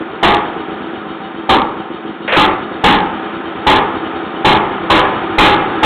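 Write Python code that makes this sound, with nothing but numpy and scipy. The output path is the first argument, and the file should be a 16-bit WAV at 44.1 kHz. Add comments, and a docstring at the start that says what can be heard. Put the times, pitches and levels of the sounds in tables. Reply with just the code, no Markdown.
"""In a sheet-metal shop, an antique single-cylinder two-stroke runs on a bench.
It fires only now and then: each bang kicks the flywheel, which coasts against friction,
chugging, rasping and rattling once a turn. Each blast excites the resonances of pipe and bench
and reverberates between the metal walls. Once, burning charge spits back through the intake
in two quick bursts. The bangs overload a narrow-band microphone, which clips and crackles."""
import sys
import numpy as np
from scipy import signal
from scipy.fft import rfft, irfft, next_fast_len
from scipy.io import wavfile

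SR = 44100
rng = np.random.default_rng(int(sys.argv[2]) if len(sys.argv) > 2 else 0)


def put_to_file(sound):
    """Save the sound as 16-bit audio at rate SR, in the file named by the first command-line argument."""
    columns = np.atleast_2d(sound).T  # one column per channel
    safe = np.clip(columns, -1, 1)
    whole_steps = np.round(safe * 32767)
    wavfile.write(sys.argv[1], SR, whole_steps.astype(np.int16))


N = 257984
TIME = np.arange(2 * SR // 3) / SR  # seconds within one event


def amp(db):
    """Amplitude ratio: a factor of ten per 20 dB."""
    return 10 ** (np.asarray(db) / 20)

def unit(x):
    """Normalisation to rms 1."""
    return x / np.sqrt(np.mean(x ** 2) + 1e-20)

def unit_onset(x):
    """Normalisation of a transient to rms 1 over its first 50 ms."""
    return x / np.sqrt(np.mean(x[:SR // 20] ** 2) + 1e-20)

def noise(size):
    """Gaussian white noise."""
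    return rng.standard_normal(size)

def fade(t60):
    """Exponential decay by 60 dB in t60 seconds."""
    return amp(-60 * TIME / t60)

def swell(train, t60):
    """Convolution gives each impulse a quick rise and an exponential decay."""
    return signal.fftconvolve(train, fade(t60) * (1 - np.exp(-TIME / 0.014)))[:N]

def along(points, hz):
    """Interpolation of (Hz, value) points on a logarithmic frequency axis."""
    freqs, values = np.transpose(points)
    return np.interp(np.log(hz + 1), np.log(freqs), values)

def add(track, start_s, x):
    """Superposition of x on the track from start_s."""
    start = round(start_s * SR)
    x = x[max(-start, 0):max(len(track) - start, 0)]
    track[max(start, 0):][:len(x)] += x

def filtered(x, response):
    """Linear filtering: the spectrum is multiplied by a frequency response."""
    size = 2 * next_fast_len(len(x) // 2 + SR // 10)
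    return irfft(rfft(x, size) * response(np.fft.rfftfreq(size, 1 / SR)), size)[:len(x)]

def coloured(x, spectrum):
    """Minimum-phase filtering: folding the cepstrum makes the response causal."""
    def response(hz):
        cepstrum = irfft(np.log(amp(along(spectrum, hz))))
        cepstrum[1:len(hz) - 1] *= 2
        cepstrum[len(hz):] = 0
        return np.exp(rfft(cepstrum))
    return filtered(x, response)

def rung(x, modes):
    """Modal superposition: x drives damped resonators in parallel."""
    return filtered(x, lambda f: sum(amp(db) * 1j * f * width / (hz * hz - f * f + 1j * f * width)
                                     for hz, width, db in modes))

def radiated(x, low_hz):
    """Radiation efficiency: a small source sends out little below low_hz."""
    return filtered(x, lambda hz: (1j * hz / low_hz) ** 4
                    / (1 + np.sqrt(2) * 1j * hz / low_hz - (hz / low_hz) ** 2) ** 2)

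def turns(first_s=-.03, coast_s=3.7):
    """Times the exhaust port opens: between firings, friction slows the flywheel exponentially."""
    times = [first_s]
    for fire_s, *_, count in FIRINGS:
        share = np.linspace(0, 1, round(count) + 1)[1:]
        speed_lost = 1 - np.exp((times[-1] - fire_s) / coast_s)
        times.extend(times[-1] - coast_s * np.log(1 - share * speed_lost))
    return np.array(times)

def speed():
    """Rotation rate, the inverse of the period, in octaves above ten turns a second."""
    times = turns()
    midpoints = (times[1:] + times[:-1]) / 2
    return np.interp(np.arange(N) / SR, midpoints, -np.log2(10 * np.diff(times)))

def ticks(phase, scatter_db):
    """Cyclic excitation: one impulse a turn, at the fraction of the turn given by phase."""
    train, times = np.zeros(N), turns()
    for turn_s, period, deviation in zip(times, np.gradient(times), noise(len(times))):
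        add(train, turn_s + phase * period, amp([scatter_db * deviation]))
    return train

# Decay of the shop. Each row: frequency in Hz, reverberation time in seconds.
SHOP_T60 = [(60, 0.62), (300, 0.67), (900, 0.67), (2000, 0.48), (4000, 0.27)]

def shop(x, wet_db):
    """Reverberation: reflections from the metal walls add a diffuse tail to the direct sound."""
    hz, t, spectra = signal.stft(noise(len(TIME)), SR, nperseg=256)
    decay = amp(-60 * t / along(SHOP_T60, hz)[:, None])
    tail = signal.istft(spectra * decay, SR, nperseg=256)[1]
    return x + amp(wet_db) * signal.fftconvolve(x, tail / np.linalg.norm(tail))[:len(x)]

# Modes of rubbing metal. Each row: frequency in Hz, nominal bandwidth in Hz, relative level in dB.
RUBBING_MODES = [(2952, 58, -2.5), (3177, 68, -3.5), (3700, 85, -1)]

def rasp():
    """Frictional excitation: dry metal rubs once a turn, and each mode varies on its own."""
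    out = np.zeros(N)
    for hz, width, db in RUBBING_MODES:
        rub = unit(swell(ticks(.1, scatter_db=2), t60=.35))
        mode = [(hz, 2 * width, 0)]
        ring = rung(rung(noise(N), mode), mode)  # two passes steepen the skirts
        out += amp(db) * rub * unit(ring)
    return out * amp(-45.0 - 1.4 * speed())

# Boom of the exhaust port. Each row: frequency in Hz, bandwidth in Hz, relative gain in dB.
EXHAUST_MODES = [(56.3, 24, -1.5), (83, 42, 7.5), (109, 47, -3.5)]
# Rush of the gas. Each row: frequency in Hz, relative spectral density in dB.
PUFF_SPECTRUM = [(15, -31.5), (35, -15.5), (60, -5.5), (100, 1), (135, 0), (250, -4.5), (600, -41.5)]

def chug(gulp_phase=.29):
    """Pulsating flow: unfired charge puffs out of the port, and the piston gulps a new one."""
    puffs = ticks(0.062, scatter_db=1) + 1.2 * ticks(gulp_phase, scatter_db=1.5)
    boom = amp(-42.5) * unit(radiated(rung(puffs, EXHAUST_MODES), low_hz=40))
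    flow = .06 + swell(puffs, t60=0.12)
    air = amp(-44) * unit(radiated(flow * coloured(noise(N), PUFF_SPECTRUM), low_hz=45))
    return (boom + air) * amp(9 * speed())

def shaking(steady_db=1.18, kick_db=3, delay_s=.09, width_s=0.048):
    """Amplitude modulation: the parts shake harder for a moment after each firing."""
    t = np.arange(N) / SR
    kicks = sum(np.exp(-((t - fire_s - delay_s) / width_s) ** 2) for fire_s, *_ in FIRINGS)
    return amp(steady_db + kick_db * kicks)

# Modes of the case and of loose iron. Each row: frequency in Hz, bandwidth in Hz, relative gain in dB.
CRANKCASE_MODES = [(182.4, 6.7, -12), (213.1, 6, -4), (263.5, 18, -6.5), (329.6, 20, 1), (368.5, 22, -9.5),
                   (408.2, 22, -9), (500, 15, -12.5)]
LOOSE_IRON_MODES = [(331.5, 9.8, 5), (778, 30, 3), (906, 80, -5.5), (1044, 34, -6), (1217, 61, -2.5),
                    (1292, 40, -5), (1405, 29, -7), (1650, 21, -9), (2286, 24, -15.5)]
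# Rattle of loose parts. Each row: frequency in Hz, relative spectral density in dB.
RATTLE_SPECTRUM = [(90, -51.5), (130, -21.5), (200, -2), (400, 4.5), (600, -5), (1000, -0.5), (1400, -2.5),
                   (1900, -9), (2600, -14.5), (3300, -13.5), (3900, -15.5)]

def machinery():
    """Impact excitation: the rod knocks and rings the case; loose iron chatters, louder with speed."""
    octaves = speed()
    knocks = ticks(0, scatter_db=1) + ticks(.28, scatter_db=1) + .4 * ticks(.64, scatter_db=1)
    jolt = swell(knocks, t60=0.066)
    # Oil cushions the knocks; they stand out at low speed and merge into a hum at high speed.
    cushioned = filtered(knocks, lambda hz: 1 / (1 + 1j * hz / 330) ** 3)
    thuds = amp(-29.5) * unit(rung(cushioned, CRANKCASE_MODES))
    hum = amp(-27.5 + 5.6 * octaves) * unit((0.41 + jolt) * rung(noise(N), CRANKCASE_MODES))
    iron = amp(-26.5 + 10 * octaves) * unit((1 + 0.79 * jolt) * rung(noise(N), LOOSE_IRON_MODES))
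    rattle = amp(-27.5 + 8 * octaves) * unit((1 + 1.2 * jolt) * coloured(noise(N), RATTLE_SPECTRUM))
    return radiated(shaking() * (thuds + hum + iron + rattle), low_hz=117)

# Spits from the intake. Each row: start in seconds, level in dB.
BLOWBACKS = [(2.278, -11.5), (2.321, -7.5)]
# Their timbre. Each row: frequency in Hz, relative spectral density in dB.
SPIT_SPECTRUM = [(150, -21.5), (380, -17), (520, 6), (750, -6), (1500, -1), (2600, -4), (3900, -15)]

def spits():
    """Flow reversal: burning charge blows back through the intake, sharp and without bass."""
    out = np.zeros(N)
    for start_s, db in BLOWBACKS:
        add(out, start_s, amp(db) * unit(coloured(noise(len(TIME)), SPIT_SPECTRUM)) * fade(0.54))
    return out

# The firings. Each row: start in seconds, blast level in dB, pipe frequency in Hz, relative pipe and
# thump levels in dB, 60 dB ringing time in seconds, flywheel turns leading up to this firing.
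FIRINGS = [(.228, -1.8, 830, -8, -5, 0.54, 2), (1.491, -3, 788, 3.5, -1, 0.32, 10),
           (2.364, -1.5, 869.5, 0.5, -2.5, 0.44, 6), (2.838, -0.27, 835.3, 1.5, 4.5, .52, 4),
           (3.666, -1, 855.3, 2, 3.5, 0.53, 8), (4.446, -1, 864, -1, -0.5, .56, 8),
           (4.899, -0.67, 1001, -3, 2.5, 0.62, 5), (5.381, 1.5, 836, -2, 6.5, .72, 6),
           (5.828, 2, 857.4, 3.5, 7.5, 0.36, 6)]
# Modes of engine, pipe and bench. Each row: frequency in Hz, bandwidth in Hz, relative gain in dB.
BODY_MODES = [(212.1, 20, -4.5), (321.3, 23, -1), (384.2, 36, 0), (516, 40, -6), (770, 24, -2),
              (828, 14, 3), (887.5, 30, 0.5), (1045.5, 22, 0.5), (1147, 20, 0.5), (1212.5, 30, -3.5),
              (1657, 45, -6), (2098, 27, -10.5)]
# Roar and low push of a firing. Each row: frequency in Hz, relative spectral density in dB.
ROAR_SPECTRUM = [(20, -16.5), (60, -16), (150, -6), (300, 0), (450, -4), (620, -6.5), (850, 2), (1200, -3),
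                 (1500, -9.5), (2200, -8.5), (3000, -14.5), (3900, -18)]
THUMP_SPECTRUM = [(12, -6), (30, 3), (60, 0), (100, -0.5), (150, -4), (300, -25), (600, -33)]

def bangs(hold_s=0.052, blast_delay_s=.003):
    """Transient excitation: the port pops, then the blast rings pipe and bench and fills the shop."""
    out, size = np.zeros(N), len(TIME)
    for start_s, blast_db, pipe_hz, pipe_db, thump_db, t60, _ in FIRINGS:
        pipe_phase = 2 * np.pi * pipe_hz * TIME
        pop = -.55 * np.sin(pipe_phase) * fade(0.081)
        burst = coloured(noise(size) * fade(t60 / 9), ROAR_SPECTRUM)
        roar = amp(-2.5) * unit_onset(shop(burst, wet_db=11))
        # Early reflections hold the level up before it falls.
        ringing = amp(-60 * (np.hypot(TIME, hold_s) - hold_s) / t60)
        body = amp(-3.5) * unit(rung(noise(size), BODY_MODES)) * ringing
        # Hot gas makes the pitch of the pipe wander.
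        phase_drift = np.cumsum(noise(size)) * np.sqrt(40 / SR)
        pipe = amp(pipe_db - 5.5) * np.sin(pipe_phase + phase_drift) * ringing
        thump = amp(thump_db - 15) * unit(coloured(noise(size), THUMP_SPECTRUM)) * fade(.4)
        add(out, start_s, pop)
        add(out, start_s + blast_delay_s, amp(blast_db) * (roar + body + pipe + thump))
    return out

def scene():
    """Superposition: the engine's sounds add in one channel, a few steps away."""
    return (chug() + machinery() + rasp() + bangs() + spits())[None]

def clipped(x, top, hardness):
    """Saturation towards the amplitude top; greater hardness sharpens the knee."""
    return x / (1 + np.abs(x / top) ** hardness) ** (1 / hardness)

def lowpass(x, cutoff_hz, order):
    """Band limiting with a maximally flat, zero-phase response."""
    return filtered(x, lambda hz: 1 / np.sqrt(1 + (hz / cutoff_hz) ** (2 * order)))

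def record(dry):
    """Overload distortion: a telephone-band converter saturates and overflows; its output clips again."""
    narrow = lowpass(dry[0], cutoff_hz=3850, order=25)
    samples = signal.resample_poly(narrow, 80, 441)  # down to 8 kHz
    overflow = np.abs(samples) > .8
    # The first sample of each overload jumps the wrong way, and the filter rings near its band edge.
    jumps = np.sign(samples) * (overflow & ~np.roll(overflow, 1))
    crackle = signal.lfilter([1], [1, .9, .4], jumps)
    saturated = clipped(samples, top=0.77, hardness=7.9)
    samples = clipped(saturated - 0.5 * crackle, top=0.71, hardness=37)
    wide = signal.resample_poly(samples, 441, 80, window=('kaiser', 7))[:N]
    smooth = lowpass(wide, cutoff_hz=4280, order=35)
    out = clipped(smooth, top=.73, hardness=40)
    return filtered(out, lambda hz: hz < 15900)[None]

dry = scene()
out = record(dry)
put_to_file(out)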